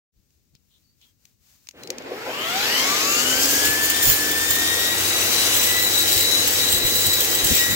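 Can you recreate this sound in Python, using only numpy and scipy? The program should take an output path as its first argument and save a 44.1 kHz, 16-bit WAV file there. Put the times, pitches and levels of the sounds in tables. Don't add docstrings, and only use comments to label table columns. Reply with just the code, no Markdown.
import sys
import numpy as np
from scipy import signal
from scipy.fft import rfft, irfft, next_fast_len
from scipy.io import wavfile
from scipy.ndimage import uniform_filter1d, map_coordinates

SR = 44100
rng = np.random.default_rng(int(sys.argv[2]) if len(sys.argv) > 2 else 0)


def store_wav(level_fs):
    pcm = np.round(np.clip(np.atleast_2d(level_fs), -1, 1) * 32767)
    wavfile.write(sys.argv[1], SR, pcm.T.astype(np.int16))


N = 341775
T = np.arange(N) / SR

# (time [s], speed [turns/s])
DISC_SPEED = [(1.7, 1), (2.5, 34.5), (2.8, 52), (3.1, 67.2), (3.4, 78.5), (3.7, 86.1), (4.02, 90.6),
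              (4.1, 85.7), (4.5, 90.8), (5, 96), (5.4, 99.3), (6.15, 98.2), (6.45, 99.5), (6.54, 97.1),
              (6.75, 99), (7.5, 97.9), (7.62, 95.4), (7.75, 96.8)]
# (time [s], hiss level [dB], rattle level [dB], rumble level [dB])
NOISE_SWELLS = [(2.2, -2.5, -1.5, -5.5), (2.55, 3, 1.5, -2), (3.05, 1.5, 1.5, 2), (3.62, 1, 2, 1.5),
                (3.72, -1.5, 2, -1.5), (4.3, -2.5, 0, -1.5), (4.8, -1.5, 1, -2.5), (5.5, 2, 3, 0),
                (5.7, -2, 0.5, -1.5), (6.25, 0, -2.5, 0.5), (6.5, 0.5, -0.5, 1.5), (6.8, -3, -2.5, -0.5),
                (7.35, -2, -2, -.5), (7.58, 0, -3, -0.5), (7.75, -4, 0.5, -4.5)]

# (start [s], length [s], level [dB], cutoff [Hz])
AIR_PUFFS = [(0.145, 0.071, -61, 128), (0.518, 0.05, -57, 181), (3.666, 0.059, -32, 100),
             (4.01, 0.16, -33, 130), (4.478, 0.049, -36, 91), (6.146, 0.048, -36.5, 130),
             (6.456, 0.059, -35, 89.5), (6.7, 0.11, -31.5, 100), (6.83, 0.049, -29.5, 100),
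             (7.049, 0.056, -31, 98), (7.423, 0.058, -29, 100), (7.495, 0.048, -19.5, 187),
             (7.656, 0.12, -31.5, 200)]
# (start [s], length [s], level [dB])
LEAF_BRUSHES = [(.28, .13, -83), (0.593, .36, -79), (0.952, 0.2, -70), (1.16, 0.21, -72),
                (1.375, 0.28, -63.5), (1.575, 0.18, -67.5), (1.726, 0.2, -60.5)]
# (start [s], length [s], centre [Hz], approximate width [Hz], level [dB])
LEAF_SQUEAKS = [(0.536, 0.046, 4200, 3000, -64), (0.676, 0.14, 3620, 1405, -64.5),
                (0.795, 0.18, 4520, 170, -67), (0.995, 0.081, 3510, 2010, -58),
                (0.98, 0.16, 3270, 352, -66), (1.805, 0.072, 4130, 400, -48)]
# (time [s], level [dB], left-right difference [dB])
STEM_TICKS = [(0.305, -52, 0), (0.5511, -43, 16), (1.014, -43, 2.5), (1.253, -35.5, 7), (1.6708, -30, -1),
              (1.688, -20, 4.5), (1.71, -32, 3.5), (1.8347, -23, 4), (1.8733, -23, 9), (1.9031, -8.5, 1),
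              (1.9829, -17.5, 2), (2.0226, -36, 11.5)]

# (start [s], length [s], centre [Hz], approximate width [Hz], level [dB])
TUBE_GROWLS = [(1.732, 0.029, 450, 498, -50), (1.715, 0.18, 1900, 4400, -48.5),
               (1.88, 0.048, 440, 350, -32), (2.09, 0.074, 500, 351, -29.5), (2.245, 0.1, 570, 552, -29)]
# (multiple of the disc rate [1], level [dB])
SHAFT_ORDERS = [(1, -42), (2, -57.5), (3.48, -48), (3.85, -59.5), (5, -47), (17.3, -46)]
# (centre [Hz], width [Hz], boost [dB])
HOUSING_MODES = [(272, 97, 13.5), (1146, 210, 21)]
# (multiple of the disc rate [1], level [dB])
GEAR_OVERTONES = [(34.6, -8.5), (56, -12.5), (61, -9), (80.5, -18)]
# (centre [Hz], width [Hz], boost [dB])
CASE_MODES = [(765, 65, 16), (1157, 120, 13), (1866, 560, 14)]
# (start [s], length [s], boost [dB])
WHINE_FLARES = [(3.3, 0.8, 4), (5.59, 0.35, 13), (7.476, 0.38, 10)]
# (tooth rate [Hz], level [dB])
WHISTLE_STRENGTH = [(840, -51), (1400, -32), (1780, -32.5), (2400, -33.5), (2950, -26.5), (3150, -33),
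                    (3300, -43), (3620, -34), (3950, -25)]
# (multiple of the disc rate [1], width [multiples of the disc rate], level [dB])
EDDY_BANDS = [(35.45, 2, -20), (40.03, 9, -18.5), (60.45, 7, -12.5), (69.2, 12, -11.5), (79.6, 8, -8),
              (97.1, 18, -3), (116, 9, -8.5)]

# (start [s], length held [s], level [dB])
GRASS_TUFTS = [(3.372, 0.2, -26), (3.644, 0.019, -22), (3.82, 0.033, -23), (4.019, 0.11, -16),
               (4.48, 0.064, -22), (4.56, 0.14, -31), (5.533, 0.11, -20), (5.64, 0.57, -23),
               (6.073, 0.13, -22), (6.475, 0.156, -28), (6.68, .09, -23), (6.838, 0.18, -22),
               (7.033, 0.34, -24.5), (7.432, 0.18, -19), (7.69, .03, -26)]
# (time [s], level [dB])
THICK_STALKS = [(3.899, 5), (4.3144, -1), (4.3839, -11), (4.5044, 4), (5.564, 0), (6.4742, 5.5),
                (6.7194, 0), (6.8513, -11), (7.0648, 3.5), (7.131, 3), (7.2044, 4), (7.3148, -16),
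                (7.4444, 1), (7.7094, -6)]
# (multiple of the tooth rate [1], level [dB])
STRIKE_HARMONICS = [(1, -33), (2, 11), (3, 7.5), (4, 12)]

# (limiting level [dB], knee [turns/s], power exponent [1])
RUMBLE_GROWTH = (-34, 9.7, 3)
RATTLE_GROWTH = (-27.5, 47.4, 3.15)
AIR_GROWTH = (-23.5, 57.2, 4.86)

# (frequency [Hz], level [dB])
WIND_SPECTRUM = [(15, -22), (30, -17), (50, -3.5), (80, 0.5), (140, -6), (250, -10.5), (600, -25),
                 (2000, -68)]
PUFF_SPECTRUM = [(22, -30), (40, 3), (55, -2), (400, 4.5)]
LEAF_SPECTRUM = [(88, -46), (150, -16), (213, -8), (421, -23), (713, -15), (1550, -14.5), (2790, -11.5),
                 (3260, -13), (3740, -9.5), (6700, -7), (9710, -16.5), (15800, -7.5)]
CRACK_SPECTRUM = [(300, -23), (1500, -14), (2600, 2), (3500, -6), (4700, 1), (6500, 3.5), (9000, -12),
                  (13000, -12), (16000, -10)]
RUMBLE_SPECTRUM = [(60, -54), (120, -6), (175, -11.5), (260, 1), (330, 0), (500, 2.5), (620, -5),
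                   (800, -6.5), (1200, -25), (3000, -67)]
RATTLE_SPECTRUM = [(300, -27), (650, -1), (800, -2.5), (1000, -2), (1400, -1), (2200, 1.5), (3000, -4),
                   (5000, -9), (9000, -42), (16000, -60)]
HISS_SPECTRUM = [(600, -22.5), (1500, -4), (2300, -2.5), (3000, 2.5), (3700, -1.5), (4600, 3), (5600, 2),
                 (7200, 1), (8500, -6), (10000, -7.5), (13000, -2.5), (16000, -7)]
SHRED_SPECTRUM = [(800, -34), (2000, -7.5), (3200, 4), (5000, 1), (7500, 5.5), (9000, -1.5), (10500, -2),
                  (12000, 7.5), (14000, 3.5), (15700, 12.5), (17000, -40)]

GEAR_TEETH, DISC_TEETH = 20, 40
START_S, IN_GRASS_S = 1.715, 3.3
BREEZE_DB, DRAUGHT_DB, GUST_DB = -76, -54, 1
STIR_DB = -75.5
SETTLE_HZ, SETTLE_DB = 61, 8
WHINE_DB = -40
COAST_HZ, COAST_DB = 95, 9.5
BITE_S, CLEAR_S = 0.01, 0.043
STRAY_DB = -28
HISS_SIDE_DB, TREBLE_SIDE_DB = 4.5, -5.5
LEFT_LAG_S = 0.00014
TOP_HZ = 15880


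def amp(db):
    return 10 ** (np.asarray(db) / 20)


def unit(x):
    return x / np.sqrt(np.mean(x ** 2) + 1e-20)


def curves(rows):
    s, *columns = np.transpose(rows)
    return [np.interp(T, s, column) for column in columns]


def onset(s):
    return np.clip((T - s) * 20, 0, 1)


def swell(s, length):
    return np.sin(np.pi * np.clip((T - s) / length, 0, 1)) ** 2


def pan(db):
    side = np.atleast_1d(db)
    return amp(np.array([side, -side]) / 2)


def wobble(rate):
    knots = rng.standard_normal(int(N * rate / SR) + 4)
    return map_coordinates(knots, [T * rate])


def filtered(x, gain):
    size = next_fast_len(x.shape[-1] + 8192)
    hz = np.fft.rfftfreq(size, 1 / SR)
    return irfft(rfft(x, size) * gain(hz), size)[..., :x.shape[-1]]


def coloured(x, points):
    f, db = np.transpose(points)
    return unit(filtered(x, lambda hz: amp(np.interp(np.log(hz + 1), np.log(f), db))))


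def noise(points, alike=0):
    common = np.sqrt(alike) * rng.standard_normal(N)
    separate = np.sqrt(1 - alike) * rng.standard_normal((2, N))
    return coloured(common + separate, points)


def tone(cycles, rough, flutter):
    angle = 2 * np.pi * cycles
    steady = np.sqrt(2 * (1 - rough)) * np.cos(angle)
    fluttering = wobble(flutter) * np.cos(angle) + wobble(flutter) * np.sin(angle)
    return steady + np.sqrt(rough) * fluttering


def band(cycles, spread):
    knots = rng.standard_normal((2, 2, int(spread[-1]) + 4))
    steps = np.arange(knots.shape[-1])
    cos, sin = np.cos(2 * np.pi * cycles), np.sin(2 * np.pi * cycles)
    sides = [np.interp(spread, steps, a) * cos + np.interp(spread, steps, b) * sin for a, b in knots]
    return unit(np.array(sides))


def patchy(x, depth_db):
    z = signal.stft(x, nperseg=512)[2]
    field = rng.standard_normal(z.shape[1:])
    field = uniform_filter1d(field, size=5, axis=0)
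    field = uniform_filter1d(field, size=16, axis=1)
    gain = unit(amp(depth_db * unit(field)))
    return signal.istft(z * gain, nperseg=512)[1][:, :N]


def resonance_db(hz, modes):
    return sum(db / (1 + ((hz - centre) / (width / 2)) ** 2) for centre, width, db in modes)


def plate_db(hz):
    return resonance_db(hz, [(3000, 600, 8)])


def growth(disc_hz, law):
    full_db, knee_hz, steepness = law
    return full_db - 10 * np.log10(1 + (knee_hz / disc_hz) ** steepness)


def wind(disc_hz):
    draught = amp(DRAUGHT_DB + GUST_DB * wobble(5)) * (disc_hz / disc_hz.max()) ** 1.5
    out = (amp(BREEZE_DB) + draught) * amp(7.5) * noise(WIND_SPECTRUM, alike=0.28)
    air = noise(PUFF_SPECTRUM, alike=0.39)
    for s, length, db, cutoff_hz in AIR_PUFFS:
        lowpass = signal.butter(3, cutoff_hz, fs=SR, output="sos")
        out = out + amp(db) * swell(s, length) * unit(signal.sosfilt(lowpass, air))
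    return out * pan(5.5)


def grass():
    rustle = amp(STIR_DB) + sum(amp(db) * swell(s, length) for s, length, db in LEAF_BRUSHES)
    squeaks = sum(amp(db) * swell(s, length) * band(hz * T, width_hz * T)
                  for s, length, hz, width_hz, db in LEAF_SQUEAKS)
    return rustle * amp(5.5) * noise(LEAF_SPECTRUM, alike=0.12) * pan(5.3) + squeaks * pan(4.0)


def stems():
    out = np.zeros((2, N))
    age = np.arange(SR // 10) / SR
    crack_decay = amp(-60 * age / 0.012)
    tail_decay = amp(-31) * amp(-60 * age / 0.15)
    shape = (crack_decay + tail_decay) * (1 - np.exp(-age / 0.00048))
    for s, db, side_db in STEM_TICKS:
        crack = coloured(rng.standard_normal((2, len(age))), CRACK_SPECTRUM)
        out[:, round(s * SR):][:, :len(age)] += amp(db - 4.0) * crack * shape * pan(side_db)
    return out


def shudder():
    growls = sum(amp(db) * swell(s, length) * band(hz * T, width_hz * T)[0]
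                 for s, length, hz, width_hz, db in TUBE_GROWLS)
    return filtered(growls, lambda hz: 1 - 1 / (1 + (hz / 200) ** 6))


def shaft(disc_hz, turns):
    hum = np.zeros(N)
    for multiple, db in SHAFT_ORDERS:
        boost_db = resonance_db(multiple * disc_hz, HOUSING_MODES)
        radiated = 1 / (1 + (75 / (multiple * disc_hz)) ** 4)
        hum += amp(db + boost_db) * radiated * tone(multiple * turns, rough=0.084, flutter=25)
    return hum * (disc_hz / disc_hz.max()) ** 1.36 * pan(0.37)


def clatter(disc_hz, turns, rumble_db, rattle_db):
    beat = 1 + 0.12 * np.cos(2 * np.pi * turns)
    rumble = amp(rumble_db - 0.5) * noise(RUMBLE_SPECTRUM, alike=0.81) * pan(0.99)
    slack = 1 / (1 + (disc_hz / 58) ** 10)
    overtones = sum(amp(db + 1.3 * plate_db(multiple * disc_hz)) * band(multiple * turns, 3 * turns)
                    for multiple, db in GEAR_OVERTONES)
    broad = amp(5.0 - 3.2 * slack) * noise(RATTLE_SPECTRUM, alike=0.43)
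    rattle = amp(rattle_db) * (broad + amp(1.5) * slack * overtones)
    return beat * (rumble + rattle * pan(0.47))


def whine_level(disc_hz):
    lift_db = resonance_db(GEAR_TEETH * disc_hz, CASE_MODES)
    coasting = np.clip(disc_hz - COAST_HZ, 0, 1)
    flare_db = sum(db * swell(s, length) for s, length, db in WHINE_FLARES)
    return WHINE_DB + lift_db - COAST_DB * coasting + flare_db


def gearbox(disc_hz, turns, whine_db):
    angle = 2 * np.pi * GEAR_TEETH * turns + 0.3 * wobble(60)
    flutter_db, drift_db = 2 * wobble(30), 4 * wobble(5)
    sway = amp(-40.5 + drift_db) * (disc_hz / disc_hz.max()) ** 3 * np.cos(2 * np.pi * turns)
    return (amp(whine_db + flutter_db) + 2 * sway) * np.cos(angle) * pan(4.5)


def disc(disc_hz, turns, whistle_db, air_db):
    free = 1 - 0.55 * onset(IN_GRASS_S)
    tooth_cycles = DISC_TEETH * turns
    core = np.array([tone(tooth_cycles, rough=0.35, flutter=45) for side in range(2)])
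    frayed = band(tooth_cycles, 4 * turns)
    whistle = amp(whistle_db - 3.0) * (amp(3.0) * free ** 0.34 * core + np.sqrt(1 - free) * frayed)
    eddies = sum(amp(db + plate_db(multiple * disc_hz) + 0.63 * wobble(12)) * band(multiple * turns, width * turns)
                 for multiple, width, db in EDDY_BANDS)
    eddies = filtered(eddies, lambda hz: 0.43 + 0.41 / (1 + (hz / 7900) ** 20))
    hiss = patchy(amp(1.0) * noise(HISS_SPECTRUM, alike=0.23) + amp(0.1) * eddies, depth_db=1.88)
    return (whistle + amp(air_db + 0.71 * wobble(30)) * hiss) * pan(HISS_SIDE_DB)


def bites():
    power = amp(STRAY_DB) ** 2
    for s, length, db in GRASS_TUFTS:
        attack = np.clip((T - s) / BITE_S, 0, 1)
        release = np.exp(-np.maximum(T - s - length, 0) / CLEAR_S)
        power = power + (amp(db) * attack * release) ** 2
    return np.sqrt(power) * amp(1.36 * wobble(25))


def cutting_force():
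    age = np.arange(SR // 20) / SR
    burst = np.exp(-age / 0.0035) * (1 - np.exp(-age / 0.0032))
    stalk_db = np.minimum(5 * rng.exponential(size=N), 13)
    arrivals = (rng.random(N) < 170 / SR) * amp(stalk_db)
    power = signal.fftconvolve(arrivals ** 2, burst ** 2)[:N]
    load = unit(np.sqrt(np.abs(power + 0.5)))
    force = amp(-3.2) * bites() * load * onset(IN_GRASS_S)
    for s, db in THICK_STALKS:
        since = np.maximum(T - s, 0)
        force = force + amp(db - 21.5) * np.exp(-since / 0.0073) * (1 - np.exp(-since / 0.001))
    return force


def mowing(turns):
    force = cutting_force()
    scatter = np.array([wobble(700), wobble(700)])
    drift = 0.18 * np.array([wobble(150), wobble(150)])
    strike_cycles = DISC_TEETH * turns + drift + 0.1 * scatter
    strikes = unit(sum(amp(db) * np.cos(2 * np.pi * k * strike_cycles) for k, db in STRIKE_HARMONICS))
    snaps = (rng.random(N) < 2500 / SR) * rng.standard_normal((2, N))
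    shreds = patchy(noise(SHRED_SPECTRUM), depth_db=4.5) + amp(-6.0) * coloured(snaps, SHRED_SPECTRUM)
    cut = force * (shreds + amp(-3.0) * strikes)
    top = filtered(cut, lambda hz: 1 - 1 / (1 + (hz / 10500) ** 8))
    return (cut - top) * pan(HISS_SIDE_DB) + top * pan(TREBLE_SIDE_DB)


def delay_left(x):
    lag = LEFT_LAG_S * np.array([[1], [0]])
    return filtered(x, lambda hz: np.exp(-2j * np.pi * hz * lag))


def scene():
    disc_hz, = curves(DISC_SPEED)
    hiss_swell_db, rattle_swell_db, rumble_swell_db = curves(NOISE_SWELLS)
    turns = np.cumsum(disc_hz) / SR
    settled = 1 - 1 / (1 + (disc_hz / SETTLE_HZ) ** 20)
    rumble_db = growth(disc_hz, RUMBLE_GROWTH) + rumble_swell_db + 0.63 * wobble(9)
    rattle_db = growth(disc_hz, RATTLE_GROWTH) - SETTLE_DB * settled + rattle_swell_db
    air_db = growth(disc_hz, AIR_GROWTH) + hiss_swell_db
    whistle_db = np.interp(DISC_TEETH * disc_hz, *np.transpose(WHISTLE_STRENGTH)) + 3.04 * wobble(10)
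    slow_db = 20 * np.log10(np.minimum(disc_hz / 21, 1) ** 2)

    background = (grass() + wind(disc_hz)) * onset(0.12)
    machine = shaft(disc_hz, turns) + clatter(disc_hz, turns, rumble_db, rattle_db)
    machine = machine + gearbox(disc_hz, turns, whine_level(disc_hz) + slow_db)
    machine = machine + disc(disc_hz, turns, whistle_db + slow_db, air_db)
    machine = delay_left(machine * onset(START_S) + shudder())
    return background + stems() + machine + mowing(turns)


def record(dry):
    rounded = dry / (1 + np.abs(dry / 0.75) ** 6) ** (1 / 6)
    return filtered(rounded, lambda hz: 1 / (1 + (hz / TOP_HZ) ** 400))


dry = scene()
out = record(dry)
store_wav(out)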